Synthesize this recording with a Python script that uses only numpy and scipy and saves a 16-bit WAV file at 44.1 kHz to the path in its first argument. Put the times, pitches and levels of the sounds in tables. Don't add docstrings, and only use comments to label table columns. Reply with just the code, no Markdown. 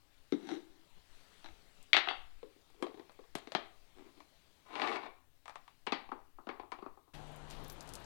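import sys
import numpy as np
from scipy import signal
from scipy.fft import rfft, irfft, next_fast_len
from scipy.io import wavfile
from scipy.ndimage import uniform_filter1d

SR = 44100
rng = np.random.default_rng(int(sys.argv[2]) if len(sys.argv) > 2 else 0)


def generate_wav(signal):
    frames = np.transpose(np.atleast_2d(signal))
    scaled = np.clip(frames, -1, 1) * 32767
    pcm = np.round(scaled).astype(np.int16)
    wavfile.write(sys.argv[1], SR, pcm)


def decibels_to_gain(level_db):
    exponent = np.asarray(level_db, float) / 20
    return 10 ** exponent


N = 355181



# hz [Hz], width_hz [Hz], level_db [dB]
OPEN_TUB_MODES = [(264, 86, 7), (379.6, 80, 8), (785.5, 200.7, 0), (1058.8, 130.3, -3), (1191.8, 166, -3),
                  (1887, 519, 6.5), (2316.5, 177, 1), (2667, 533, 4), (3953, 1200, 5), (4726, 2900, -13),
                  (5250, 2930, -4), (9050, 910, -18.5)]
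# start_s [s], level_db [dB]
TICKS = [(4.204, -44.5), (5.457, -39.5), (5.48, -35), (5.496, -38), (5.557, -34.5), (5.679, -43),
         (5.867, -29.5), (6.719, -33)]
# thud, 1.6-5 kHz, above 5 kHz [dB over 600-1600 Hz]
TICK_COLOUR = [-54.5, -1, -4.5]
# start_s [s], level_db [dB]
TUMBLES = [(4.734, -48.5), (4.755, -32.5), (4.798, -30), (4.818, -24.5), (4.875, -29.5), (4.927, -37)]
# thud, 1.6-5 kHz, above 5 kHz [dB over 600-1600 Hz]
TUMBLE_COLOUR = [-13, 7.1, -28]
# start_s [s], level_db [dB], high_db at 1.6-5 kHz [dB over 600-1600 Hz]
DROPS = [(3.985, -65, 15), (5.871, -25, 3.5), (5.922, -19.5, 5), (6.09, -41.5, -5), (6.117, -27, -11.5),
         (6.385, -40, -27.5), (6.47, -30.5, -9.5), (6.49, -24.5, -3.5), (6.597, -34.5, -4),
         (6.633, -38, -31), (6.722, -30.5, -5.5), (6.787, -41, -5), (6.824, -34.5, -14),
         (6.862, -34.5, -13), (6.973, -46, -25), (7.076, -51.5, -32)]
# start_s [s], attack_s [s], hold_s [s], release_s [s per 30 dB], level_db [dB]
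POUR_STROKES = [(4.65, 0.1903, 0.1306, 0.0016, -43), (4.98, 0.0407, 0.045, 0.01, -54.5)]


def sweets():
    ticks = [(*row, *TICK_COLOUR) for row in TICKS]
    tumbles = [(*row, *TUMBLE_COLOUR) for row in TUMBLES]
    sharp = knocks(ticks + tumbles, OPEN_TUB_MODES, scuff=0.0444, scuff_s=0.0074, room_db=-7)
    thud_db, top_db = -7.5, -50
    drops = [(s, db, thud_db, high, top_db) for s, db, high in DROPS]
    soft = knocks(drops, OPEN_TUB_MODES, scuff=0.176, scuff_s=0.00388, room_db=-5)
    flow = strokes(POUR_STROKES)
    pour = friction(flow, 800, OPEN_TUB_MODES, [-4.5, 4.0, 2.5, -17.5], room_db=-2.0)
    pour_hiss = decibels_to_gain(-19) * flow * hiss(patchy_db=-3.0)
    return sharp + soft + pour + pour_hiss


# start_s [s], attack_s [s], hold_s [s], release_s [s per 30 dB], level_db [dB]
OPEN_SLIDES = [(3.94, 0.0402, 0.1003, 0.064, -61.5), (4.12, 0.078, 0.0078, .07, -64.5)]


def open_tub_drag():
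    return friction(strokes(OPEN_SLIDES), 700, OPEN_TUB_MODES, [1.5, -3.5, -3.0, -7.5], room_db=-10.0)


# hz [Hz], width_hz [Hz], level_db [dB]
LID_MODES = [(277, 175, 0), (403, 170, 8.5), (541, 128, -3.5), (702, 254.6, 5), (1132, 166, -5),
             (2030, 975, 3), (3270, 262, -11), (3830, 598, -4.5), (7560, 3320, 1.5), (10675, 9300, -1.5)]
# start_s [s], level_db [dB], thud_db below 600 Hz, top_db above 5 kHz [dB over 600-1600 Hz]
LID_KNOCKS = [(2.43, -42, 13, -15.5), (2.562, -67, 20, -23), (2.701, -56, 3.5, 6.5), (2.745, -55, 5, -13.5),
              (2.825, -23.5, 8, -6.5), (2.867, -34.5, -31, -16), (2.943, -44.5, 9, -22),
              (2.974, -42, 3, -29.5), (2.996, -38.5, 4.5, -39), (3.095, -43, -28.5, -21.5),
              (3.119, -52, -5.5, 5), (3.191, -44.5, 8.5, -29.5), (3.239, -52, -25.5, -19)]
LID_LANDINGS = [(3.353, -27, -0.5, 6.5), (3.384, -42, -12.5, 9), (3.473, -39, 6, -6),
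                (3.52, -32.5, -16.5, -2.5), (3.55, -16.5, -5.5, -46.5)]
# start_s [s], attack_s [s], hold_s [s], release_s [s per 30 dB], level_db [dB]
CREAK_STROKES = [(2.75, 0.0946, .025, .01, -56)]


def lid():
    held_high_db, landing_high_db = -1, 4.5
    held = [(s, db, thud, held_high_db, top) for s, db, thud, top in LID_KNOCKS]
    landing = [(s, db, thud, landing_high_db, top) for s, db, thud, top in LID_LANDINGS]
    blows = knocks(held + landing, LID_MODES, scuff=0.1033, scuff_s=0.0046, room_db=-7)
    return blows + friction(strokes(CREAK_STROKES), 720, LID_MODES, [-0.5, -12, -24, -40], room_db=-21)


# start_s [s], level_db [dB]
THUMPS = [(3.353, -49), (3.549, -48.5)]


def thumps():
    hz, decay_s = 150, 0.012
    out = np.zeros(N)
    for s, db in THUMPS:
        t = np.clip(np.arange(N) / SR - s, 0, 1)
        out += decibels_to_gain(db) * np.sin(2 * np.pi * hz * t) * np.exp(-t / decay_s)
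    return out


# hz [Hz], width_hz [Hz], level_db [dB]
BOWL_MODES = [(329.3, 79.8, 0), (730, 110, 1.5), (1233, 320, 8), (1986, 429.9, 7), (2353, 427, 6.5),
              (2625, 420, 6), (3647.8, 666, 6), (4180, 570, -11), (5930, 1100, -3), (8972, 510, -18.5)]
# start_s [s], level_db [dB], high_db at 1.6-5 kHz [dB over 600-1600 Hz]
BOWL_KNOCKS = [(1.932, -26.5, 26), (1.946, -19.5, 8), (1.9667, -18, 12), (1.969, -21, 10.5),
               (1.974, -24.5, 5), (1.977, -24, 8), (2.074, -24.5, -1), (2.087, -26.5, 13.5),
               (2.111, -26, -5)]


def bowl():
    thud_db = -17
    rows = [(s, db, thud_db, high, -51.5 + 0.68 * high) for s, db, high in BOWL_KNOCKS]
    return knocks(rows, BOWL_MODES, scuff=.03, scuff_s=.003, room_db=-4)


# start_s [s], level_db [dB]
RIM_RINGS = [(1.934, -39), (2.087, -48), (4.818, -52), (4.93, -60), (5.92, -50.5), (6.1163, -78.5),
             (6.487, -70), (6.814, -75)]
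# hz [Hz], width_hz [Hz]
RIM_MODE = (4540, 9)


def rim():
    blows, t = np.zeros(N), np.arange(SR // 3) / SR
    for s, db in RIM_RINGS:
        blows[round(s * SR)] = decibels_to_gain(db)
    hz, width_hz = RIM_MODE
    decay = np.exp(-np.pi * width_hz * t)
    rise = 1 - np.exp(-t / 0.0032)
    return signal.fftconvolve(blows, np.sin(2 * np.pi * hz * t) * decay * rise)[:N]


# hz [Hz], width_hz [Hz], level_db [dB]
SHUT_TUB_MODES = [(211, 144, 1), (329, 33.7, -1), (354.4, 37, -9.5), (462, 193, -10), (795, 118, -1),
                  (1240, 260, -3.5), (1692.4, 320, -3), (2140, 250, -6), (3120, 1180, 1.5), (3871, 310, -3),
                  (5830, 330, -4.5), (9000, 2300, -3.5)]
# start_s [s], level_db [dB], thud_db below 600 Hz [dB over 600-1600 Hz]
TUB_KNOCKS = [(0.323, -35, 17.5), (0.49, -37, -6.5), (0.506, -45, 11.5), (0.515, -41.5, 13.5),
              (1.444, -43.5, -8), (1.46, -44, -20), (1.487, -51, -6)]
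# start_s [s], attack_s [s], hold_s [s], release_s [s per 30 dB], level_db [dB]
SHUT_SLIDES = [(0.33, 0.19, 0.0274, 0.062, -49.5), (0.62, 0.092, 0.056, 0.122, -72.5)]


def shut_tub():
    high_db, top_db = 5.5, -10.5
    rows = [(*row, high_db, top_db) for row in TUB_KNOCKS]
    blows = knocks(rows, SHUT_TUB_MODES, scuff=0.056, scuff_s=0.0056, room_db=-5.5)
    return blows + friction(strokes(SHUT_SLIDES), 750, SHUT_TUB_MODES, [2.5, -8, 0.5, -9.5], room_db=-2)


def counter():
    bass_cut = signal.butter(3, 200, "high", fs=SR, output="sos")
    handled = sweets() + open_tub_drag() + lid() + bowl() + rim() + shut_tub()
    return signal.sosfilt(bass_cut, handled) + thumps()


# start_s [s], level_db [dB], pitch_hz of the fold [Hz]
SNAPS = [(1.828, -45, 8200), (7.2713, -53.5, 8000), (7.281, -52.5, 9000), (7.3199, -49.5, 9500),
         (7.3613, -43.5, 9500), (7.502, -40, 7500), (7.5098, -36.5, 6630), (7.6404, -44, 11800),
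         (7.6467, -44, 5800), (7.6811, -41, 11900), (7.6994, -37, 5800), (7.7, -36.5, 11800),
         (7.72, -40, 11800), (7.7277, -41, 11800), (7.8078, -33.5, 6440), (7.8274, -46.5, 11000),
         (7.876, -41.5, 7200), (7.891, -35.5, 7495), (7.9368, -30, 7790), (7.954, -29.5, 7300),
         (8.002, -50.5, 11000), (8.0444, -48, 5800)]
# hz [Hz], length_s [s]
CREASES = [(5800, 0.000474), (8700, 0.00046), (11800, 0.00033)]
# start_s [s], level_db [dB]
RUSTLE = [(7.14, -58), (7.2, -71), (7.37, -83), (7.45, -97.5), (7.51, -57), (7.58, -65.5), (7.71, -67.5),
          (7.78, -70.5), (8.05, -68.5)]


def fabric():
    out, t = np.zeros(N + SR), np.arange(SR // 10) / SR
    fall_db = 20
    for s, db, pitch_hz in SNAPS:
        burst = 0.0519 * rng.standard_normal(len(t)) * np.exp(-t / 0.0096)
        burst[0] = 1
        folds = np.zeros(64)
        for hz, length_s in CREASES:
            folds += decibels_to_gain(db - fall_db * abs(np.log2(hz / pitch_hz))) * crease(hz, length_s)
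        out[round(s * SR):][:len(t)] += np.convolve(burst, folds)[:len(t)]
    fine_fold = crease(8800, 0.00017) + 1.84 * crease(2990, 0.00054)
    crackle = unit(np.convolve(grains(6000, spread_db=1.5), fine_fold)[:N])
    return out[:N] + level(RUSTLE) * crackle


def crease(hz, length_s):
    t = np.arange(64) / SR
    return np.sin(2 * np.pi * hz * t) * np.sin(np.pi * np.clip(t / length_s, 0, 1)) ** 2


# hz [Hz], density_db [dB per Hz]
TRAFFIC_SPECTRUM = [(12, -20.5), (20, 9.5), (46, -3.5), (101, -7.5), (158, -10.5), (347, -11), (574, -12.5),
                    (759, -10), (2260, -25), (3840, -26), (5380, -38), (6180, -34), (10500, -41),
                    (16000, -56.5)]
# start_s [s], pitch_hz [Hz], level_db [dB]
HUM = [(7.139, 150, -58.5), (7.4, 148.2, -60.5), (7.7, 150.9, -62.5), (7.9, 152.5, -69.5),
       (8.05, 157.3, -82.5)]


def yard():
    s, hz, _ = np.transpose(HUM)
    pitch_hz = np.interp(np.arange(N) / SR, s, hz)
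    hum = np.sin(2 * np.pi * np.cumsum(pitch_hz) / SR)
    return decibels_to_gain(-54) * noise(TRAFFIC_SPECTRUM, patchy_db=-1.39) + level(HUM, column=2) * unit(hum)


# hz [Hz], density_db [dB per Hz]
HISS_SPECTRUM = [(88, -32.5), (150, -0.5), (348, -7.5), (431, 0), (457, -7), (578, -3), (1060, -6.5),
                 (4240, -8), (5360, -14), (11000, -21.5), (16000, -49)]


def hiss(patchy_db):
    return noise(HISS_SPECTRUM, patchy_db)


# hz [Hz], density_db [dB per Hz]
QUIET_SPECTRUM = [(26, -33), (45, -3.5), (48, -12.5), (70, -2), (150, -13), (207, -40), (264, -10),
                  (488, -29), (4800, -34.5), (16000, -30)]
# start_s [s], level_db [dB]
HISS_LEVEL = [(0, -77), (0.55, -70.5), (0.75, -75), (1.05, -72), (1.2, -67), (1.62, -70), (1.8, -70),
              (2.3, -74), (4.6, -73), (5.2, -82), (5.7, -76), (6.3, -82.5), (7.13, -83)]
# start_s of the crest [s], level_db [dB]
RUMBLE_SWELLS = [(1.16, -55), (1.501, -50), (1.75, -54), (2.2, -56), (2.35, -56)]


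def room_tone():
    t = np.arange(N) / SR
    swell_s = 0.0598
    rumble_gain = decibels_to_gain(-68) + sum(decibels_to_gain(db) * np.exp(-((t - s) / swell_s) ** 2) for s, db in RUMBLE_SWELLS)
    rumble_spectrum = [(3, -4.5), (10, 0.5), (30, -20.5), (70, -25.5), (200, -93.5)]  # (Hz, dB per Hz)
    rumble = rumble_gain * noise(rumble_spectrum, patchy_db=4.0)
    hush = decibels_to_gain(-77) * noise(QUIET_SPECTRUM, patchy_db=-0.39)
    return hush + rumble + level(HISS_LEVEL) * hiss(patchy_db=2.0)


BAND_EDGES_HZ = [600, 1600, 5000]


def ring(modes, band_db, draw):
    hz, width_hz, db = np.transpose(modes)
    band = np.digitize(hz, BAND_EDGES_HZ)
    gain = decibels_to_gain(db + 1.5 * draw[0])
    band_norm = np.sqrt(np.bincount(band, gain ** 2))
    gain = gain / band_norm[band] * decibels_to_gain(np.asarray(band_db)[band])
    flips = (np.diff(np.log(hz), prepend=0) > .16) | (band > 0)
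    gain = gain * (-1.) ** np.cumsum(flips)
    t = np.arange(SR // 6)[:, None] / SR
    hz = hz + .2 * width_hz * draw[1]
    rise = 1 - np.exp(-t * hz / 0.27)
    decay = np.exp(-np.pi * np.abs(width_hz) * t)
    return (rise * np.sin(2 * np.pi * hz * t) * decay) @ gain


def knocks(rows, modes, scuff, scuff_s, room_db):
    out, t = np.zeros(N + SR), np.arange(SR // 20) / SR
    for (s, db, low, high, top), tail in zip(rows, kitchen(count=len(rows))):
        force = scuff * rng.standard_normal(len(t)) * np.exp(-t / scuff_s)
        force[0] = 1
        body = ring(modes, [low, 0, high, top], rng.standard_normal((2, len(modes))))
        direct = signal.fftconvolve(force / np.linalg.norm(force), body)
        sound = decibels_to_gain(room_db) * signal.fftconvolve(body, tail)
        sound[:len(direct)] += direct
        out[round(s * SR):][:len(sound)] += decibels_to_gain(db) * sound
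    return out[:N]


def friction(gain, rate, modes, band_db, room_db):
    body = ring(modes, band_db, np.zeros(2))
    impacts = gain * grains(rate, spread_db=3.0)
    direct = signal.fftconvolve(impacts, body / np.linalg.norm(body))[:N]
    return direct + decibels_to_gain(room_db) * signal.fftconvolve(direct, kitchen(count=1)[0])[:N]


def grains(rate, spread_db):
    size = decibels_to_gain(spread_db * np.minimum(rng.exponential(size=N), 4.5))
    size = size * rng.choice([-1, 1], N)
    return unit(size * (rng.random(N) < rate / SR))


def strokes(rows):
    gain = np.zeros(N)
    for s, attack_s, hold_s, release_s, db in rows:
        t = np.arange(N) / SR - s
        climb_db = 30 * np.clip(1 - t / attack_s, 0, 1) ** 2
        fall_db = 30 * np.clip(t - attack_s - hold_s, 0, 1) / release_s
        gain += (t > 0) * decibels_to_gain(db - climb_db - fall_db)
    return gain


# hz [Hz], t60_s [s]
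KITCHEN_DECAY = [(200, 0.34), (1000, 0.4234), (4000, 0.365), (10000, 0.11)]


def kitchen(count):
    hz, t, z = signal.stft(rng.standard_normal((count, SR // 2)), SR, nperseg=256)
    decay = decibels_to_gain(-60 * t / along(KITCHEN_DECAY, hz)[:, None])
    tails = signal.istft(z * decay, SR, nperseg=256)[1]
    t = np.arange(tails.shape[1]) / SR
    tails = tails * (1 - np.exp(-t / 0.00572))
    tails = tails * (1 + 3 * np.exp(-t / .012))
    return tails / np.linalg.norm(tails, axis=1, keepdims=True)


def noise(spectrum, patchy_db):
    z = signal.stft(rng.standard_normal(N + 512), nperseg=512)[2]
    field = uniform_filter1d(rng.standard_normal(z.shape), 6, 0)
    field = uniform_filter1d(field, 12, 1)
    x = signal.istft(z * decibels_to_gain(patchy_db * unit(field)), nperseg=512)[1][:N]
    m = next_fast_len(N + 8192)
    colour = decibels_to_gain(along(spectrum, np.fft.rfftfreq(m, 1 / SR)))
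    return unit(irfft(rfft(x, m) * colour, m)[:N])


def level(rows, column=1):
    rows = np.array(rows)
    return decibels_to_gain(np.interp(np.arange(N) / SR, rows[:, 0], rows[:, column], -150, -150))


def along(points, hz):
    f, v = np.transpose(points)
    return np.interp(np.log(hz + 1), np.log(f + 1), v)


def unit(x):
    return x / np.sqrt(np.mean(x ** 2) + 1e-20)


def scene():
    outside = np.clip((np.arange(N) / SR - 7.135) / 0.0013, 0, 1)
    mix = (1 - outside) * (counter() + room_tone()) + outside * yard() + fabric()
    return np.array([2 * mix, 0 * mix])


def band_limit(x):
    return signal.sosfilt(signal.butter(12, 16520, fs=SR, output="sos"), x)


def record(dry):
    return band_limit(dry)


dry = scene()
out = record(dry)
generate_wav(out)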